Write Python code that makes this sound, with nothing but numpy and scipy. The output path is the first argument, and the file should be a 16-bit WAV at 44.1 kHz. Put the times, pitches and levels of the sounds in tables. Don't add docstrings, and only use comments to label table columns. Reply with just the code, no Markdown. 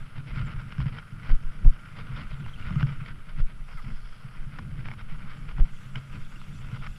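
import sys
import numpy as np
from scipy import signal
from scipy.fft import rfft, irfft, next_fast_len
from scipy.io import wavfile
from scipy.ndimage import uniform_filter1d, map_coordinates

SR = 44100
rng = np.random.default_rng(int(sys.argv[2]) if len(sys.argv) > 2 else 0)


def to_linear_factor(level_db):
    exponent = np.asarray(level_db, float) / 20
    return 10 ** exponent


def transcribe(signal):
    frames = np.atleast_2d(signal).T
    limited = np.clip(frames, -1, 1)
    pcm = np.round(limited * 32767).astype(np.int16)
    wavfile.write(sys.argv[1], SR, pcm)


N = 307818
TIME = np.arange(N) / SR

# time_s, rolling_db, fine_grit_db, tremor_db
TRACK = [(0, -51, -75, -41.5), (.21, -60, -74, -45.5), (.39, -48, -67, -44), (.56, -51.5, -68, -36.5),
         (1.06, -55.5, -70.5, -43), (1.7, -54.5, -69, -41.5), (2.1, -50.5, -72, -45.5),
         (2.55, -55, -80, -39), (2.82, -49.5, -64, -31), (3.13, -55, -75, -47), (3.56, -61.5, -82, -41.5),
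         (3.72, -56, -62, -50), (4.35, -56, -68, -44), (4.6, -57, -73, -39), (5.77, -58, -69.5, -42),
         (6.24, -55, -69.5, -42.5), (6.71, -62.5, -68.5, -37.5), (6.98, -57.5, -67, -42.5)]
# time_s, body_sway_db, seal_wind_db
RIDER_COURSE = [(0, -17, -79), (.15, -50, -89), (.35, -32, -79), (1.0, -32, -85), (1.3, -35, -82.5),
                (1.9, -33, -81.5), (2.3, -32, -81), (2.8, -31, -76.5), (3.2, -32, -87), (3.7, -30, -81),
                (4.3, -33.5, -82), (5.0, -31, -85), (5.6, -33.5, -80.5), (5.78, -37, -74),
                (6.05, -38.5, -78.5), (6.4, -32.5, -73), (6.65, -32, -75), (6.98, -30, -73.5)]
# pitch_hz, width_hz, level_db
STRUCK_CASE = [(1020, 860, 7.5), (1500, 930, 1), (2200, 870, -9.5), (2830, 520, -7), (3690, 820, -10),
               (5190, 670, -7.5), (8500, 1900, -49)]


def unit(x):
    return x / np.sqrt(np.mean(x ** 2) + 1e-20)


def curves(rows):
    s, *columns = np.transpose(rows)
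    return [np.interp(TIME, s, column) for column in columns]


def wobble(rate_hz):
    knots = rng.standard_normal(int(N * rate_hz / SR) + 4)
    return map_coordinates(knots, [TIME * rate_hz])


def filtered(x, response):
    size = next_fast_len(N + SR // 2)
    spectrum = rfft(x, size) * response(np.fft.rfftfreq(size, 1 / SR))
    return irfft(spectrum, size)[:N]


def coloured(points):
    hz, db = np.transpose(points)
    gain = lambda f: to_linear_factor(np.interp(np.log(f + 1), np.log(hz + 1), db))
    return unit(filtered(rng.standard_normal(N), gain))


def peak(f, hz, width, db):
    return to_linear_factor(db) * 1j * f * width / (hz * hz - f * f + 1j * f * width)


def modes(table):
    def response(f):
        power = sum(abs(peak(f, *row)) ** 4 / to_linear_factor(row[2]) ** 2 for row in table)
        cepstrum = irfft(np.log(np.sqrt(power) + 1e-6))
        cepstrum[1:len(f) - 1] *= 2
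        return np.exp(rfft(cepstrum[:len(f)], len(cepstrum)))
    return response


def add(out, s, sound):
    part = out[round(s * SR):][:len(sound)]
    part += sound[:len(part)]


def patchy(x, depth_db):
    z = signal.stft(x, nperseg=256)[2]
    field = uniform_filter1d(rng.standard_normal(z.shape), size=4, axis=0)
    field = uniform_filter1d(field, size=9, axis=1)
    return signal.istft(z * to_linear_factor(depth_db * unit(field)), nperseg=256)[1][:N]


def over_bumps(between_db, rows, rise, fall):
    coarse = TIME[::64]
    s, length, db = np.transpose(rows)[..., None]
    away_db = rise * np.maximum(s - coarse, 0) + fall * np.maximum(coarse - s - length, 0)
    power = np.sum(to_linear_factor(db - away_db) ** 2, axis=0)
    return 10 * np.log10(np.interp(TIME, coarse, power) + to_linear_factor(between_db) ** 2)


def crunch_db(between_db):
    # start_s, length_s, level_db
    twig_patches = [(0.162, .04, -48.5), (0.281, 0.031, -47.5), (0.356, 0.056, -42.5), (0.462, 0.016, -52),
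                    (0.505, 0.032, -46.5), (0.59, 0.015, -48.5), (0.713, 0.021, -46), (0.803, 0.024, -47.5),
                    (0.866, 0.031, -49), (0.932, 0.067, -49), (1.198, 0.064, -52), (1.246, 0.071, -45.5),
                    (1.525, 0.026, -54), (1.975, 0.032, -45.5), (2.164, 0.06, -46), (2.313, 0.022, -44.5),
                    (2.46, 0.031, -52.5), (2.59, 0.063, -53), (2.657, 0.041, -46), (2.717, 0.049, -49.5),
                    (2.798, 0.015, -44), (2.869, 0.06, -47), (2.99, 0.029, -58), (3.062, 0.045, -48.5),
                    (3.292, 0.023, -50), (3.386, 0.026, -49), (3.475, 0.049, -56.5)]
    # start_s, length_s, level_db
    gravel_patches = [(3.687, 0.05, -51), (3.77, 0.041, -58), (3.844, 0.064, -51.5), (3.96, .25, -77),
                      (4.233, 0.055, -54.5), (4.36, 0.078, -55.5), (4.53, 0.046, -53), (4.585, 0.016, -55),
                      (4.778, 0.035, -51), (4.854, 0.084, -49), (4.99, 0.021, -47), (5.095, 0.059, -52.5),
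                      (5.2, 0.1, -51.5), (5.303, 0.067, -49.5), (5.485, 0.031, -50), (5.579, 0.031, -48.5),
                      (5.659, 0.036, -51), (5.733, 0.018, -56.5), (5.799, 0.068, -56), (5.96, 0.028, -47),
                      (6.132, 0.03, -50), (6.32, 0.043, -66), (6.407, 0.013, -59), (6.47, 0.053, -55),
                      (6.61, 0.052, -52.5), (6.685, 0.089, -50), (6.746, 0.015, -49), (6.825, 0.044, -46.5)]
    return over_bumps(between_db, twig_patches + gravel_patches, rise=840, fall=920)


def shake_db():
    # start_s, length_s, level_db
    rough_ground = [(0.168, 0.068, -39), (0.283, 0.083, -36.5), (0.384, 0.11, -34.5), (0.547, 0.018, -43),
                    (0.794, 0.05, -31), (0.954, 0.025, -43), (1.14, 0.1, -41.5), (1.29, 0.056, -33),
                    (1.647, 0.03, -29.5), (1.978, 0.16, -39), (2.176, 0.071, -36.5), (2.314, 0.075, -46),
                    (2.4, 0.066, -37), (2.673, 0.22, -34.5), (3.077, 0.11, -39), (3.378, 0.03, -35),
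                    (3.698, 0.038, -45), (3.849, 0.093, -39), (4.252, 0.067, -52), (4.423, 0.044, -49),
                    (4.588, 0.043, -37), (4.738, 0.095, -38), (4.876, 0.012, -36.5), (5.23, 0.061, -41.5),
                    (5.59, 0.037, -31.5), (5.955, 0.031, -37), (6.139, 0.035, -34.5), (6.493, 0.033, -51),
                    (6.592, 0.03, -51), (6.717, 0.057, -46)]
    tremor_db = curves(TRACK)[2]
    return over_bumps(tremor_db - 1.5, rough_ground, rise=500, fall=370)


def crackle(rate_hz, spread_db):
    hit = rng.random(N) < rate_hz / SR
    size_db = spread_db * np.minimum(rng.exponential(size=N), 2.6)
    return unit(hit * rng.standard_normal(N) * to_linear_factor(size_db))


def wall(f):
    steps = [(3580, 2.4), (5850, 25)]  # Hz, loss in dB
    return np.prod([to_linear_factor(-loss_db / (1 + (hz / (f + 1)) ** 40)) for hz, loss_db in steps], axis=0)


def tyres():
    # pitch_hz, width_hz, level_db
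    case_modes = [(1390, 340, 2), (2104, 720, -3), (3140, 1340, -9), (4630, 1560, -15.5), (5300, 690, -36),
                  (1098, 760, -5.5), (611, 110, -7), (470, 77, -5)]
    # pitch_hz, width_hz, level_db
    grit_modes = [(4670, 2400, 14), (4900, 990, 3.5), (3340, 510, 18.5)]
    drone_modes = [(1246, 122, -0.4), (1405, 120, 1), (1550, 197, -4.0)]
    roll_db, grit_db, _ = curves(TRACK)

    clumps_db = 1.1 * wobble(22) + 1.6 * wobble(110)
    grains = .7 * rng.standard_normal(N) + .75 * crackle(1500, spread_db=2.3)
    drive = patchy(grains, depth_db=1.4) * to_linear_factor(clumps_db)
    crunch = unit(filtered(drive, lambda f: modes(case_modes)(f) * wall(f)))
    grit = unit(filtered(drive, lambda f: modes(grit_modes)(f) * wall(f)))
    drone = unit(filtered(patchy(rng.standard_normal(N), depth_db=2.0), modes(drone_modes)))

    bump_grit_db = -25
    gritty_db = crunch_db(grit_db + 3.0 - bump_grit_db) + bump_grit_db
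    return to_linear_factor(crunch_db(roll_db - 1.5)) * crunch + to_linear_factor(gritty_db) * grit + to_linear_factor(roll_db - 5) * drone


def mount():
    # pitch_hz, width_hz, level_db
    mount_modes = [(135, 33.7, 0), (188.3, 77, -11), (97.7, 60, -6), (286, 71, -27)]
    # peak_s, level_db, pitch_hz
    knocks = [(0.178, -24, 135), (0.373, -19, 138), (0.403, -15, 122), (0.441, -22, 131), (0.472, -27, 141),
              (0.574, -22.5, 126), (0.786, -15.5, 132), (0.833, -22, 135), (0.862, -11.5, 135),
              (0.919, -27, 127), (0.972, -26.5, 146), (1.125, -24.5, 127), (1.165, -31, 113),
              (1.413, -30, 119), (1.983, -26.5, 137), (2.13, -26, 126), (2.196, -22.5, 135),
              (2.328, -23, 137), (2.409, -25, 147), (2.604, -21.5, 125), (2.711, -16.5, 144),
              (2.763, -10, 140.5), (2.831, -6, 136.6), (2.873, -23, 139), (2.915, -21.5, 131),
              (3.016, -20.5, 136), (3.097, -29, 111), (3.273, -37.5, 159), (3.384, -28, 136),
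              (3.748, -29.5, 133), (3.845, -28, 135), (3.887, -29.5, 127), (4.248, -28, 127),
              (4.47, -24.5, 135), (4.596, -22, 124), (4.665, -25, 145), (4.721, -27, 130),
              (4.784, -24.5, 143.5), (4.904, -27, 118), (5.017, -31, 107), (5.122, -26.5, 149),
              (5.241, -27, 132.5), (5.382, -30.5, 136), (5.587, -25, 146), (5.964, -23.5, 128),
              (6.156, -26, 126), (6.47, -30.5, 123), (6.552, -24.5, 135), (6.593, -26, 119),
              (6.731, -20.5, 120), (1.3, -27, 69), (3.398, -20, 88), (1.651, -14.0, 147.6)]
    lumps = to_linear_factor(1.4 * wobble(18))
    hum = unit(filtered(rng.standard_normal(N) * lumps, modes(mount_modes)))

    blows, t = np.zeros(N), np.arange(SR // 5) / SR
    swell = (1 - np.exp(-t / .0045)) ** 2
    for s, db, hz in knocks:
        decay = to_linear_factor(db + 3.0 - 60 * t / 0.074)
        add(blows, s - .003, decay * swell * np.sin(2 * np.pi * hz * t))
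    return to_linear_factor(shake_db() - 3.0) * hum + blows


def body_sway():
    # pitch_hz, level_db (per Hz)
    sway_spectrum = [(2.4, -35), (4.0, 5.5), (21, 0.5), (31, -3), (36, -8), (43, -17.5), (90, -27.5),
                     (120, -71), (200, -120)]
    sway_db = curves(RIDER_COURSE)[0]
    return to_linear_factor(sway_db - 9 + 2.4 * wobble(9)) * coloured([(1, -40)] + sway_spectrum)


def body_rumble():
    spread_s, growth = 0.052, 2.24
    felt_db = uniform_filter1d(shake_db(), round(spread_s * SR))
    lumps = to_linear_factor(3.6 * wobble(10)) * rng.standard_normal(N)
    body = lambda f: modes([(65, 45, 0)])(f) / (1 + (f / 130) ** 4)
    return to_linear_factor(-54.5 + growth * (felt_db - felt_db.mean())) * unit(filtered(lumps, body))


def seal_wind():
    # pitch_hz, level_db (per Hz)
    leak_spectrum = [(4500, -16), (5800, 4.5), (6300, 2.5), (7000, 5), (7700, 5), (9000, -2.5),
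                     (12000, -6.5), (15000, -9.5)]
    wind_db = curves(RIDER_COURSE)[1]
    return to_linear_factor(wind_db + 2.0 + 1.1 * wobble(11)) * patchy(coloured(leak_spectrum), depth_db=3.5)


def gravel_spray():
    # pitch_hz, width_hz, level_db
    spray_modes = [(2670, 350, 5), (3410, 650, 0), (4370, 730, -10.5), (5760, 350, -9)]
    wind_db = curves(RIDER_COURSE)[1]
    spray = unit(filtered(rng.standard_normal(N), modes(spray_modes)))
    return to_linear_factor(wind_db + 9) * patchy(spray, depth_db=3.5)


def electronics():
    # pitch_hz, level_db (per Hz)
    hiss_spectrum = [(200, -46), (400, -7), (3000, -11), (6000, -25.5), (10000, -28), (14000, -29),
                     (16000, -40)]
    cycle_s, whine_hz, buzz_hz = .02, 10762, 8400
    since = (TIME - .0128) % cycle_s
    cycle = ((TIME - .0128) // cycle_s).astype(int)
    whine = np.sin(2 * np.pi * whine_hz * since) * (since < .018)
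    phase = rng.uniform(0, 2 * np.pi, int(N / SR / cycle_s) + 2)[cycle]
    buzz = np.sin(2 * np.pi * buzz_hz * since + phase) * (since > .0006) * (since < .0067)
    return to_linear_factor(-72.3) * whine + to_linear_factor(-73.0) * buzz + to_linear_factor(-64) * coloured(hiss_spectrum)


def heaves():
    # peak_s, peak (0-1), half_length_s
    trunk_moves = [(0.171, 0.03, 0.022), (0.453, 0.04, 0.014), (0.801, 0.03, 0.017), (1.145, 0.02, 0.013),
                   (1.585, 0.04, .015), (2.19, 0, 0.017), (2.369, 0.01, .018), (2.483, 0.03, 0.026),
                   (2.57, 0.01, 0.011), (2.725, 0.01, 0.014), (2.965, .04, 0.022), (3.14, 0.03, 0.017),
                   (3.216, 0, 0.013), (3.609, .02, 0.016), (3.805, 0.04, 0.016), (4.405, 0.04, 0.018),
                   (4.122, .04, 0.026), (4.276, .02, 0.027), (4.567, 0.01, 0.016), (4.75, 0.03, .012),
                   (4.869, .038, 0.022), (4.955, 0.01, 0.028), (5.117, 0.05, 0.03), (5.203, 0.03, 0.017),
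                   (5.277, 0.03, 0.03), (5.361, .018, 0.016), (5.538, 0.04, 0.01), (5.739, .04, 0.027),
                   (5.864, 0.02, 0.014), (5.947, 0.04, 0.018), (6.109, .02, 0.013), (6.221, 0.03, 0.024),
                   (6.408, 0.02, 0.015), (6.817, 0.03, 0.019)]
    out = np.zeros(N)
    for s, top, length in trunk_moves:
        u = np.arange(-4 * length, 4 * length, 1 / SR) / length
        add(out, s - 4 * length, top * (1 - u ** 2) * np.exp(-u ** 2 / 2))
    return out


def crack_burst():
    t = np.arange(1, SR // 25) / SR
    return np.r_[1.2, .09 * rng.standard_normal(len(t)) * to_linear_factor(-60 * t / .011)]


def dulled(x, loss_db):
    return filtered(x, lambda f: to_linear_factor(-loss_db / (1 + (5800 / (f + 1)) ** 16)))


def rattles():
    # start_s, level_db, pitch_hz, body_db
    loose_parts = [(0.47, -34, 1210, -17), (.517, -29, 1350, -33), (0.7225, -24, 2750, -13),
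                   (0.7242, -22, 1400, -17), (.782, -18, 1550, -26), (.803, -15, 1090, -26),
                   (.859, -26, 1440, -14), (0.985, -21, 3100, -27), (0.986, -17, 1450, -22),
                   (.9875, -24, 2300, -20), (1.294, -20, 1530, -13), (1.647, -29, 800, -10),
                   (2.463, -22, 1070, -12.5), (2.707, -18, 1220, -33), (2.758, -16, 1260, -36),
                   (2.806, -21, 2500, -16), (2.809, -13, 1300, -19), (2.8232, -20, 2870, -22),
                   (2.8288, -9.5, 1560, -19), (3.404, -29, 1200, -19), (4.587, -25, 1820, -3),
                   (4.591, -24.5, 1170, -5), (4.857, -22, 2360, -13), (4.886, -18, 2290, -10.5),
                   (4.915, -17.5, 2200, -14), (5.583, -30.5, 1390, -3), (5.6, -25, 1510, -13),
                   (5.957, -21, 2200, -21), (5.9571, -16, 3000, -22), (5.959, -18, 2290, -15),
                   (6.327, -29, 1430, -14), (6.3594, -33, 2100, -22), (6.416, -20.5, 1390, -29),
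                   (6.826, -26, 1360, -26), (6.866, -19.5, 2200, -18), (6.962, -32, 2750, -27)]
    # start_s, level_db
    cable_ticks = [(.162, -38), (.351, -37), (.391, -20), (.605, -36), (.933, -41), (1.24, -32),
                   (2.162, -34), (2.306, -36), (2.665, -35), (3.293, -35), (3.902, -35), (4.757, -29),
                   (5.012, -22), (5.144, -27), (5.975, -30), (6.1348, -26), (6.233, -34), (6.618, -25),
                   (6.686, -28), (6.761, -29), (.283, -41), (.584, -35), (.714, -37), (1.35, -22.5),
                   (1.522, -34), (1.963, -31), (2.596, -33), (2.866, -34), (2.905, -28), (3.054, -33),
                   (3.694, -31), (3.713, -31), (3.773, -37), (6.589, -26), (6.842, -24), (6.872, -17)]
    # start_s, level_db
    stone_taps = [(.2723, -36), (.3421, -33), (.5053, -27), (.8285, -37), (.9727, -25), (1.737, -37),
                  (1.9779, -35), (2.142, -34), (2.6254, -28), (3.2555, -39), (3.4695, -34), (4.9861, -33),
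                  (5.22, -32), (6.0985, -34), (6.8199, -39)]
    hits = loose_parts + [(s, db, 1296, -43) for s, db in cable_ticks]
    hits = hits + [(s, db, 2300, -30) for s, db in stone_taps]

    body, middle, edge, rings = np.zeros((4, N))
    t = np.arange(SR // 25) / SR
    for s, db, hz, body_db in hits:
        crack = crack_burst()
        edge_db = -53.5 + 0.3 * (db + 29) + 30 + 3.5 * rng.standard_normal()
        add(body, s, to_linear_factor(db + body_db + 14.5) * crack)
        add(middle, s, to_linear_factor(db + 7.0) * crack)
        add(edge, s, to_linear_factor(edge_db) * crack)
        ring = to_linear_factor(db - 12.0 - 60 * t / 0.013) * (1 - np.exp(-t / 0.00059))
        add(rings, s, ring * np.sin(2 * np.pi * hz * t))

    cracks = filtered(body, modes(STRUCK_CASE[:1])) + filtered(middle, modes(STRUCK_CASE[1:4]))
    cracks = cracks + filtered(edge, modes(STRUCK_CASE[4:]))
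    return dulled(rings + cracks, loss_db=16)


def jolts():
    # peak_s, peak (0-1), push_length_s, pull_before (0-1), rebound_after (0-1)
    hard_jolts = [
        (1.324, .47, .025, .27, .6),
        (1.457, .125, .028, .05, .78),
        (1.671, .79, .02, .42, .56),
        (2.815, .05, .03, .5, .6),
        (3.359, .05, .03, .3, .4),
        (3.422, .27, .026, .25, .7),
        (3.948, .07, .035, .4, .5),
        (5.614, .48, .019, .12, .62),
    ]
    # peak_s, peak (0-1)
    nudges = [(.315, 0.03), (.347, 0.04), (.424, 0.06), (0.583, 0.04), (.829, 0.02), (.893, 0.03),
              (1.264, 0.02), (2.148, 0.04), (2.27, 0.03), (2.329, 0.03), (2.688, 0.04), (2.742, 0.01),
              (2.838, 0.05), (3.548, 0.03), (3.614, 0.02), (3.75, 0.02), (3.813, 0.01), (3.874, 0.03),
              (4.055, 0.03), (4.402, 0.02), (4.47, 0.02), (4.711, 0.02), (5.166, 0.03), (5.433, 0.03),
              (5.491, 0.03), (5.558, 0.07), (6.35, 0.02), (6.654, 0.03), (6.809, 0.02), (6.914, 0.03)]
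    lurches = [(s, top, .018, 0.7, 0.59) for s, top in nudges]

    def lobe(length, lean):
        return np.sin(np.pi * (np.arange(round(length * SR)) / (length * SR)) ** lean)

    pressure, slaps = np.zeros(N), np.zeros(N)
    for s, top, length, pull, rebound in hard_jolts + lurches:
        add(pressure, s - 1.6 * length, -pull * top * lobe(1.1 * length, 2.2))
        add(pressure, s - .5 * length, top * lobe(length, 1.1))
        add(pressure, s + .5 * length, -rebound * top * lobe(1.45 * length, .62))
        add(pressure, s + 1.95 * length, .04 * top * lobe(2.5 * length, 1))
        slap = lobe(.018, 0.39) * rng.standard_normal(round(.018 * SR))
        add(slaps, s - length, top * to_linear_factor(-11.5) * slap)
    dull_slaps = filtered(slaps, modes([(196, 99, 3), (335, 590, -19.0), (700, 750, -15.5)]))
    return dull_slaps + filtered(pressure, lambda f: np.exp(-(f / 165) ** 2))


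def rubs():
    # start_s, length_s,
    # level_db, pitch_hz, hiss_db
    cable_rubs = [(2.44, .022, -56, 2950, -72), (2.493, .006, -52, 3300, -70),
                  (2.534, .015, -54, 3250, -72), (2.559, .009, -54, 2760, -75), (3, .018, -53, 2620, -80),
                  (2.624, .008, -53, 2850, -75), (.459, .0166, -65, 7580, -85),
                  (3.771, .024, -51, 2200, -67), (3.772, .033, -49, 1370, -67),
                  (6.358, .011, -52, 2850, -80), (2.8055, .002, -70, 5200, -60),
                  (2.8095, .002, -70, 5200, -60), (5.9567, .0025, -57, 3200, -57)]
    out = np.zeros(N)
    for s, length, db, hz, hiss_db in cable_rubs:
        u = np.arange(round(length * SR)) / (length * SR)
        slip_noise, hiss = rng.standard_normal((2, 4096))[:, :len(u)]
        slip = uniform_filter1d(uniform_filter1d(slip_noise, size=50), size=50) * 4.5
        t = length * u
        tone = np.sin(2 * np.pi * hz * t * (1 - 2.16 * t))
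        squeak = to_linear_factor(db + 2.5) * (1 + slip) * tone
        add(out, s, np.sin(np.pi * u) ** 0.12 * (squeak + to_linear_factor(hiss_db) * hiss))
    return filtered(out, lambda f: 1 / (1 + 1j * f / 12000))


def snaps():
    # start_s, level_db
    bright_clicks = [(.605, -35), (.724, -22), (.783, -25), (.804, -24), (.986, -20), (1.294, -27),
                     (2.595, -30), (2.806, -19), (2.81, -20), (2.824, -26), (4.59, -12), (4.798, -27),
                     (4.858, -26), (4.884, -27), (5.958, -13), (6.866, -27)]
    cracks = np.zeros(N)
    for s, db in bright_clicks:
        add(cracks, s, to_linear_factor(db) * crack_burst())
    return dulled(filtered(cracks, modes(STRUCK_CASE[4:])), loss_db=7)


def scene():
    ground = tyres() + gravel_spray() + mount()
    rider = body_sway() + body_rumble() + heaves() + jolts()
    contacts = rattles() + rubs() + snaps()
    return (ground + rider + contacts + seal_wind() + electronics())[None]


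def top_cut(x):
    return signal.sosfilt(signal.butter(12, 15590, fs=SR, output="sos"), x)


def record(dry):
    # start_s, length_s
    dull_moments = [(0.233, 0.046), (0.78, 0.024), (0.846, 0.034), (0.987, 0.024), (1.45, 0.051),
                    (1.558, 0.074), (1.626, 0.036), (2.945, 0.048), (3.33, 0.11), (3.518, 0.094),
                    (3.885, 0.037), (3.929, 0.044), (4.05, 0.092), (4.374, 0.09), (4.845, 0.024),
                    (5.162, 0.05), (5.458, 0.026), (5.719, 0.046), (5.91, 0.085), (6.529, 0.046),
                    (6.912, 0.034)]
    kept = filtered(dry[0], lambda f: 1 / (1 + (f / 15050) ** 200))
    top_band = filtered(kept, lambda f: f > 12750)
    lost = sum((TIME > s) * (TIME < s + length) for s, length in dull_moments) * 1.
    lost = np.minimum(uniform_filter1d(lost, size=300), 1)
    mix = (kept - lost * top_band)[None]
    return top_cut(mix)


dry = scene()
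out = record(dry)
transcribe(out)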